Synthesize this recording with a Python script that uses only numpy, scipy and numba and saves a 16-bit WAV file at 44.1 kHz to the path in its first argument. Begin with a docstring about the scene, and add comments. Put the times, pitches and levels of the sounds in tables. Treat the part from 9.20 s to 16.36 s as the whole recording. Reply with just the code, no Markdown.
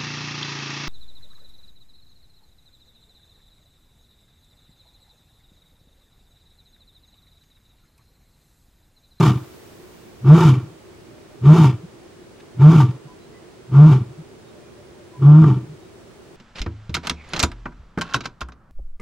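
"""A lion gives six evenly paced, grunting roars close to the microphone, in open grassland.
Its heavy vocal folds start each roar as a deep, clean, rising tone, stumble into a hoarse rasp and
slacken, while throat and mouth ring and air rushes past the lips. Far off, faint birds call over the
hush of the plain; nearby, dry grass hisses. The loudest swells overload the recorder."""
import sys
import numpy as np
from scipy import signal
from scipy.fft import rfft, irfft, next_fast_len
from scipy.io import wavfile
from scipy.ndimage import uniform_filter1d
from numba import njit

SR = 44100
rng = np.random.default_rng(int(sys.argv[2]) if len(sys.argv) > 2 else 0)


def to_wav(s):
    """Save 16-bit WAV."""
    ch = np.atleast_2d(s).T  # columns
    pcm = np.round(np.clip(ch, -1, 1) * 32767)  # PCM
    wavfile.write(sys.argv[1], SR, pcm.astype(np.int16))


N = 315756
TIME = np.arange(N) / SR
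# how alike the ambience is in the two channels: frequency_hz, correlation
AMBIENCE_LIKENESS = [(60, 0.93), (180, 0.24), (550, 0.29), (1650, 0.19), (4970, 0.02), (15000, 0.04)]


def from_db(db):
    """Decibels to gain."""
    return 10 ** (np.asarray(db) / 20)


def rms_one(x):
    """Scale to unit power."""
    return x / np.sqrt(np.mean(x ** 2) + 1e-20)


def ramp(x):
    """Hold within 0 and 1."""
    return np.clip(x, 0, 1)


def cut(x, hz, kind, order=2):
    """Butterworth filter."""
    return signal.sosfilt(signal.butter(order, hz, kind, fs=SR, output="sos"), x)


def drift(hz):
    """Random wander up to a given rate, at unit power."""
    return rms_one(cut(rng.standard_normal(N + SR), hz, "low")[SR:])


def even(x, samples=1300):
    """Hold the power at 1 over a few cycles, keeping the grain within them."""
    return x / np.sqrt(uniform_filter1d(uniform_filter1d(x * x, samples), samples) + 1e-12)


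def at_hz(points, hz):
    """Read a curve on a log-frequency axis."""
    point_hz, value = np.transpose(points)
    return np.interp(np.log(hz + 1), np.log(point_hz), value)


def stereo_noise(spectrum, likeness):
    """Coloured noise, partly shared by the two channels; its mid signal has unit power."""
    size = next_fast_len(N)
    hz = np.arange(size // 2 + 1) * SR / size
    alike = ramp(at_hz(likeness, hz))
    coloured = rfft(rng.standard_normal((2, size))) * from_db(at_hz(spectrum, hz))
    mid, side = irfft(coloured * np.sqrt([1 + alike, 1 - alike]), size)[:, :N]
    return (mid + side * [[1], [-1]]) / np.std(mid)


def resonate(x, modes):
    """Parallel resonances with alternating signs."""
    out = 0
    for k, (hz, width_hz, db) in enumerate(modes):
        r = np.exp(-np.pi * width_hz / SR)
        poles = [1, -2 * r * np.cos(2 * np.pi * hz / SR), r * r]
        out = out + (-1) ** k * from_db(db) * (1 - r * r) / 2 * signal.lfilter([1, 0, -1], poles, x)
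    return out


@njit
def moving_resonance(x, angle, r):
    """Two-pole resonance whose centre (radians per sample) glides."""
    y = np.zeros(len(x))
    for i in range(2, len(x)):
        y[i] = x[i] - x[i - 2] + 2 * r * np.cos(angle[i]) * y[i - 1] - r * r * y[i - 2]
    return y


def soft_notes(notes, waver):
    """Short, nearly pure notes that swell and fade."""
    out = np.zeros(N)
    clock = np.cumsum(1 + waver * drift(35)) / SR
    for centre_s, length_s, hz, db in notes:
        on = np.abs(TIME - centre_s) < length_s / 2
        swell = np.cos(np.pi * (TIME[on] - centre_s) / length_s)
        out[on] += np.sqrt(2) * from_db(db) * swell * np.sin(2 * np.pi * hz * clock[on])
    return out


def plain_hush(level_db=-47):
    """Far air over the plain, a little stronger on the right."""
    # spectrum of the hush: frequency_hz, relative_density_db
    spectrum = [(15, -50), (25, -19.5), (110, -7.5), (233, -9), (267, -9), (297, -11.5), (322, -4.5),
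                (359, -1.5), (509, -12.5), (582, -13.5), (782, -18), (2010, -25), (9300, -35), (11800, -46),
                (15500, -45.5)]
    hush = from_db(level_db) * stereo_noise(spectrum, AMBIENCE_LIKENESS)
    return cut(hush * from_db([[-.6], [.6]]), 30, "high")


def far_birds():
    """Birds call faintly, a long way from the microphone."""
    # calls: centre_s, length_s, pitch_hz, level_db
    calls = [(1.95, 0.17, 608, -57.5), (2.13, 0.082, 609, -54), (3.907, 0.079, 1000, -51),
             (4.03, 0.11, 4020, -64), (4.165, 0.075, 2000, -57.5), (5.28, 0.078, 3725, -65),
             (5.39, 0.18, 597, -54.5), (5.45, 0.16, 2420, -67), (5.6, 0.06, 592, -51.5),
             (5.8, 0.07, 593, -54), (5.96, 0.079, 1000, -49.5), (6.65, 0.11, 3801, -68)]
    return soft_notes(calls, waver=0.0029)


def dry_grass():
    """Dry grass hisses nearby, loudest at the start."""
    # course of the hiss: time_s, level_db
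    levels = [(0, -51.5), (.8, -57), (1.0, -60.5), (2.5, -71.5), (4.5, -80.5), (7.16, -73.5)]
    # spectrum of the hiss: frequency_hz, relative_density_db
    spectrum = [(1000, -3), (2500, -6), (6000, -9.5), (11000, -12.5), (14000, -11), (16000, -5.5)]
    time_s, level_db = np.transpose(levels)
    return from_db(np.interp(TIME, time_s, level_db)) * stereo_noise(spectrum, AMBIENCE_LIKENESS)


def dry_stalk():
    """One dry stalk crackles."""
    # the crackle: centre_s, half_length_s, level_db
    crackles = [(3.205, 0.0061, -50)]
    centre_s, half_length_s, db = crackles[0]
    noise = rms_one(cut(rng.standard_normal(N), [1500, 3600], "band"))
    return from_db(db) * noise * np.exp(-((TIME - centre_s) / half_length_s) ** 2)


def ground_scatter(x, t60_s=0.15, wet_db=-19):
    """Grass and ground throw back a short, thin haze, different on each side."""
    age = TIME[:SR // 2]
    haze = rng.standard_normal((2, len(age))) * from_db(-60 * age / t60_s)
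    haze /= np.sqrt(np.sum(haze ** 2, axis=1, keepdims=True))
    return from_db(wet_db) * signal.fftconvolve(cut(x, 300, "high"), haze, axes=1)[:, :N]


def after_grunts():
    """The lion grunts softly as its throat relaxes."""
    # grunts: centre_s, length_s, pitch_hz, level_db
    grunts = [(1.465, 0.068, 140, -40.5), (1.52, 0.053, 145, -48), (2.645, 0.027, 155, -32),
              (3.863, 0.037, 150, -38.5), (4.91, 0.039, 140, -37), (5.0, 0.054, 152, -33.5),
              (6.51, 0.1, 148, -36)]
    return soft_notes(grunts, waver=0.058)


def catches(gain_db=3, ring_t60_s=0.11, burst_db=-3, burst_t60_s=0.035):
    """Hard closures in the voice: each lets out a burst of air and leaves one mouth resonance ringing."""
    # closures: start_s, relative_peak_db, ring_hz
    closures = [(0.054, -34, 1430), (0.094, -27, 1177), (1.066, -37, 884), (1.222, -20, 896),
                (1.269, -24, 1252), (2.24, -46, 959.9), (2.405, -25, 896), (2.443, -20, 924),
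                (3.418, -28, 899), (3.602, -20, 918), (3.618, -25.5, 1173), (4.529, -42, 1264),
                (4.549, -32.5, 906.5), (4.73, -31.5, 850.3), (6.021, -41, 1194), (6.241, -24.5, 1183),
                (6.311, -29.5, 895)]
    rings, bursts = np.zeros(N), np.zeros(N)
    age = TIME[:SR // 4]
    for start_s, db, hz in closures:
        span = slice(round(start_s * SR), round(start_s * SR) + len(age))
        rings[span] += from_db(db - 60 * age / ring_t60_s) * np.sin(2 * np.pi * hz * age)
        bursts[span] += from_db(db + burst_db - 60 * age / burst_t60_s)
    air = rms_one(cut(rng.standard_normal(N), [750, 1500], "band"))
    return from_db(gain_db) * cut(rings + bursts * air, [550, 1700], "band")


def current_roar():
    """At every sample: the roar under way, and the seconds since its start, its break and its fade."""
    # roars, with the columns named below; rough and stumble_depth are unitless, levels are relative
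    roars = [(-.15, 0.064, 0.12, .1, 0.11, 0.18, 122, 168.6, 1.05, 0.43, -5, -19, -23, -34.5, 9),
             (1.015, 0.11, .13, 0.11, .15, .18, 117.8, 162.6, 0.58, 0.99, -2.5, -18.5, -24.5, -35.5, 11.5),
             (2.202, .1, 0.13, .063, 0.13, .14, 120.3, 161.8, 0.48, .95, -3.5, -19.5, -25, -36, 7.5),
             (3.359, 0.1, 0.14, .06, .115, 0.17, 121.8, 162.1, .55, 0.72, -3.5, -21, -26.5, -37.5, 7),
             (4.486, 0.12, .178, 0.031, .07, 0.16, 123.2, 159.2, .55, 0.2, -4, -23, -28, -40.5, 6),
             (5.975, 0.11, 0.23, 0.06, 0.087, 0.2, 131.5, 160.4, 0.76, 0.1, -5.5, -19.5, -30, -45, 4.5)]
    columns = ("start_s attack_s swell_s stumble_s hoarse_s fade_s start_hz top_hz rough stumble_depth "
               "chest_db throat_db rasp_db hiss_db hiss_climb_db").split()
    rows = np.array(roars)
    index = np.searchsorted(rows[1:, 0], TIME + .1)  # each roar takes over 0.1 s ahead of its start
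    roar = dict(zip(columns, rows.T[:, index]))
    roar["age"] = TIME - roar["start_s"]
    roar["since_break"] = roar["age"] - roar["swell_s"]
    roar["since_fade"] = roar["since_break"] - roar["hoarse_s"]
    return roar


def opening_grunt(roar, delay_s=0.053, half_length_s=.02):
    """A short bump from 0 to 1 and back as the folds first catch."""
    return np.exp(-((roar["age"] - delay_s) / half_length_s) ** 2)


def stumble(roar):
    """The folds stumble just after the voice breaks: a blunt arch from 0 to full depth and back."""
    progress = ramp(roar["since_break"] / roar["stumble_s"])
    return roar["stumble_depth"] * (4 * progress * (1 - progress)) ** .6


def roar_pitch(roar, slack_hz=124.95, sink_lead_s=.02, sink_s=.03, stumble_hz=5, waver=0.00914):
    """The pitch climbs with the push of air, lifts in the stumble and sinks as the push ends."""
    climb = ramp(roar["age"] / roar["swell_s"])
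    pushed_hz = roar["start_hz"] + (roar["top_hz"] - roar["start_hz"]) * climb
    sink = .5 + .5 * np.tanh((roar["since_fade"] + sink_lead_s) / sink_s)
    arch_hz = pushed_hz + (slack_hz - pushed_hz) * sink
    return (arch_hz + stumble_hz * stumble(roar)) * (1 + waver * drift(26.6))


def roughness(roar, onset=0.891, clean=.11, slack=.85, settle_s=.075, break_s=0.028, slacken_s=.06):
    """From 0 to 1: the folds start unevenly, settle, break into hoarseness and rattle as they slacken."""
    rough = clean + (onset - clean) * (1 - ramp(roar["age"] / settle_s) ** 2)
    rough += (roar["rough"] - rough) * ramp(roar["since_break"] / break_s)
    rough += 0.27 * stumble(roar)
    return ramp(rough + (slack - rough) * ramp(roar["since_fade"] / slacken_s))


def envelope(roar, attack_s, onset_db, climb_db, hoarse_db, fade_db, bend):
    """Level in dB: a quick attack, a slope up to the break, another while hoarse, then the fade."""
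    attack = onset_db * np.maximum(1 - roar["age"] / attack_s, 0) ** 2
    climb = climb_db * ramp(-roar["since_break"] / roar["swell_s"])
    hoarse = hoarse_db * ramp(roar["since_break"] / roar["hoarse_s"])
    fade = fade_db * np.maximum(roar["since_fade"] / roar["fade_s"], 0) ** bend
    return hoarse - attack - climb - fade


def roar_gains(roar, throb_hz=17.5, throb_db=6, throb_onset_s=0.049):
    """Gains of four layers: the chest leads, throat and rasp peak near the break, the hiss peaks last."""
    chest = envelope(roar, roar["attack_s"], onset_db=43.5, climb_db=-3, hoarse_db=-6,
                     fade_db=38, bend=1.39)
    throat = envelope(roar, 0.054, onset_db=47, climb_db=15.5, hoarse_db=-3.5, fade_db=27.5, bend=1.04)
    rasp = envelope(roar, 0.084, onset_db=51.5, climb_db=1.5, hoarse_db=-1.3, fade_db=30.5, bend=0.84)
    hiss = envelope(roar, 0.063, onset_db=47, climb_db=roar["hiss_climb_db"], hoarse_db=3,
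                    fade_db=31, bend=1)
    # in the fade the chest tone breaks into slow throbs
    throb_depth = throb_db * ramp(roar["since_fade"] / throb_onset_s) ** 2
    throb = -throb_depth * np.cos(2 * np.pi * throb_hz * roar["since_fade"])
    # a stumble takes power from the chest tone and lets more air through
    stumbling = stumble(roar)
    return from_db([roar["chest_db"] + chest - 10 * stumbling + throb,
                    roar["throat_db"] + throat + 0.5 * stumbling + 3.5 * opening_grunt(roar),
                    roar["rasp_db"] + rasp + 3 * stumbling,
                    roar["hiss_db"] + hiss + 2 * stumbling])


def vocal_folds(pitch_hz, rough, jitter=0.05145, flutter_hz=70, shimmer_db=3.5, flap_hz=58):
    """Phase and strength of the heavy folds; both grow uneven as the voice roughens."""
    phase = 2 * np.pi * np.cumsum(pitch_hz * (1 + jitter * rough * drift(flutter_hz))) / SR
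    # a slower flapping of loose tissue beats against the main cycle
    flap = np.sin(2 * np.pi * np.cumsum(flap_hz * (1 + 0.33 * drift(24.17))) / SR)
    return phase, from_db(shimmer_db * rough * (flap + 0.7 * drift(flutter_hz)))


def rushing_air(puffs, flow, leak=0.24, bright_at_db=-36):
    """Turbulence rings in the mouth; the stronger the flow, the brighter it is."""
    # air rushing through the mouth: frequency_hz, relative_density_db
    spectrum = [(600, -18.5), (1600, 2.5), (2350, -5.5), (3200, 3.5), (4100, -11.5), (5200, -3), (6800, -3),
                (8500, -10.5), (11000, -12), (15500, -19)]
    # how alike that air is in the two channels: frequency_hz, correlation
    likeness = [(1500, 0.8), (3000, 0.86), (6000, 0.66), (12000, 0.45)]
    # resonances at the lips: centre_hz, width_hz, gain_db
    lip_modes = [(1810, 62, -1), (2056, 210, 0), (2335, 109, 6.5), (2682, 71, 4), (2900, 240, -6),
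                 (3150, 97, -1), (3395, 50, -1.5), (3715, 130, 4), (4246, 190, 0.5), (4910, 230, 0.5),
                 (6110, 2900, -22.5)]
    turbulence = puffs * stereo_noise(spectrum, likeness)
    bright = rms_one(resonate(turbulence, lip_modes) + leak * turbulence)
    dull = cut(bright, 4200, "low", order=1)
    brightness = (flow / from_db(bright_at_db)) ** 0.64
    return flow * (dull + brightness * (bright - dull))


def mouth_tone(pulses, air, rough):
    """Clear harmonics while the folds beat evenly, a hoarse rasp once they stumble."""
    # higher resonances of the long vocal tract: centre_hz, width_hz, gain_db
    tract_modes = [(604, 30, -22), (741, 61, -2), (818, 45, -1.5), (908, 80, 1.5), (1028, 33, 3),
                   (1158, 87, 3), (1266, 84, -0.5), (1353, 73, 1), (1622, 70, -21.5)]
    rung = resonate(pulses + (.3 + 4.3 * rough) * air, tract_modes)
    return even(cut(rung, [540, 1500], "band", order=3))


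def throat_tone(roar, pulses, air, rough, rest_hz=312.5, width_hz=28):
    """The tract's lowest resonance picks out the second harmonic; it lifts in grunt and stumble."""
    hz = rest_hz + 62 * stumble(roar) + 40 * opening_grunt(roar)
    source = pulses + (0.19 + 2.7 * rough) * air
    rung = moving_resonance(source, 2 * np.pi * hz / SR, np.exp(-np.pi * width_hz / SR))
    return even(cut(rung, [280, 450], "band", order=3))


def overtones(phase, swell, full_db=-5, steepness=3.8):
    """At the clean height of a swell the folds slap shut and add harmonics 3 to 5, more so when loud."""
    slap = swell * (swell / from_db(full_db)) ** steepness
    return slap * sum(from_db(db) * np.cos(k * phase) for k, db in [(3, -36), (4, -31), (5, -35)])


def chest_tone(phase, strength, rough, air, slower_db=-8, slower_ratio=0.83, rumble_db=-13):
    """Almost a sine; when rough, a slower vibration beats against it and it spreads into rumble."""
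    slower = from_db(slower_db) * np.sin(slower_ratio * phase + 0.27 * drift(12))
    rumble = from_db(rumble_db) * even(cut(air, [110, 215], "band", order=4))
    tone = strength * np.sin(phase) + rough ** 2 * (slower + rumble)
    return even(cut(tone, 83, "high", order=5))


def lion(rasp_trim_db=-2, hiss_trim_db=-1.5, gust_db=-39, chop_db=0.5, surge_db=1.5, surge_hz=45.7):
    """A chest tone, fold closures ringing in the vocal tract, and air chopped by every cycle."""
    roar = current_roar()
    rough = roughness(roar)
    chest_gain, throat_gain, rasp_gain, hiss_gain = roar_gains(roar)
    phase, strength = vocal_folds(roar_pitch(roar), rough)
    closures = np.diff(np.floor(phase / (2 * np.pi)), prepend=0)
    pulses = rms_one(cut(closures * strength, 200, "high"))
    puffs = rms_one(strength ** 0.57 * from_db(chop_db * np.cos(phase)))
    air = puffs * rng.standard_normal(N)
    chest = chest_gain * chest_tone(phase, strength, rough, air)
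    harmonics = overtones(phase, chest_gain * (1 - rough) ** 2)
    throat = throat_gain * throat_tone(roar, pulses, air, rough)
    rasp = rasp_gain * from_db(rasp_trim_db) * mouth_tone(pulses, air, rough)
    hiss = from_db(hiss_trim_db) * rushing_air(puffs, hiss_gain)
    # rasp and hiss come in uneven surges while the voice is rough
    surges = from_db(surge_db * rough * drift(surge_hz))
    # the push of air rumbles faintly below the voice
    gust = chest_gain * from_db(gust_db) * (1 + rough) * drift(50)
    return chest + harmonics + throat + (rasp + hiss) * surges + gust


def scene():
    """The lion close to the microphone, just left of centre, with the plain all round."""
    voice = (lion() + catches() + after_grunts()) * from_db([[.1], [-.1]])
    return voice + ground_scatter(voice) + plain_hush() + dry_grass() + dry_stalk() + far_birds()


def record(dry, ceiling=0.91, whine_hz=15734, whine_db=-78, stopband_hz=16400):
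    """The recorder's electronics whine faintly, flatten the tallest crests and cut the top treble."""
    heard = dry + np.sqrt(2) * from_db(whine_db) * np.sin(2 * np.pi * whine_hz * TIME)
    flattened = heard / (1 + (heard / ceiling) ** 12) ** (1 / 12)
    return signal.sosfilt(signal.cheby2(16, 60, stopband_hz, fs=SR, output="sos"), flattened)


dry = scene()
out = record(dry)
to_wav(out)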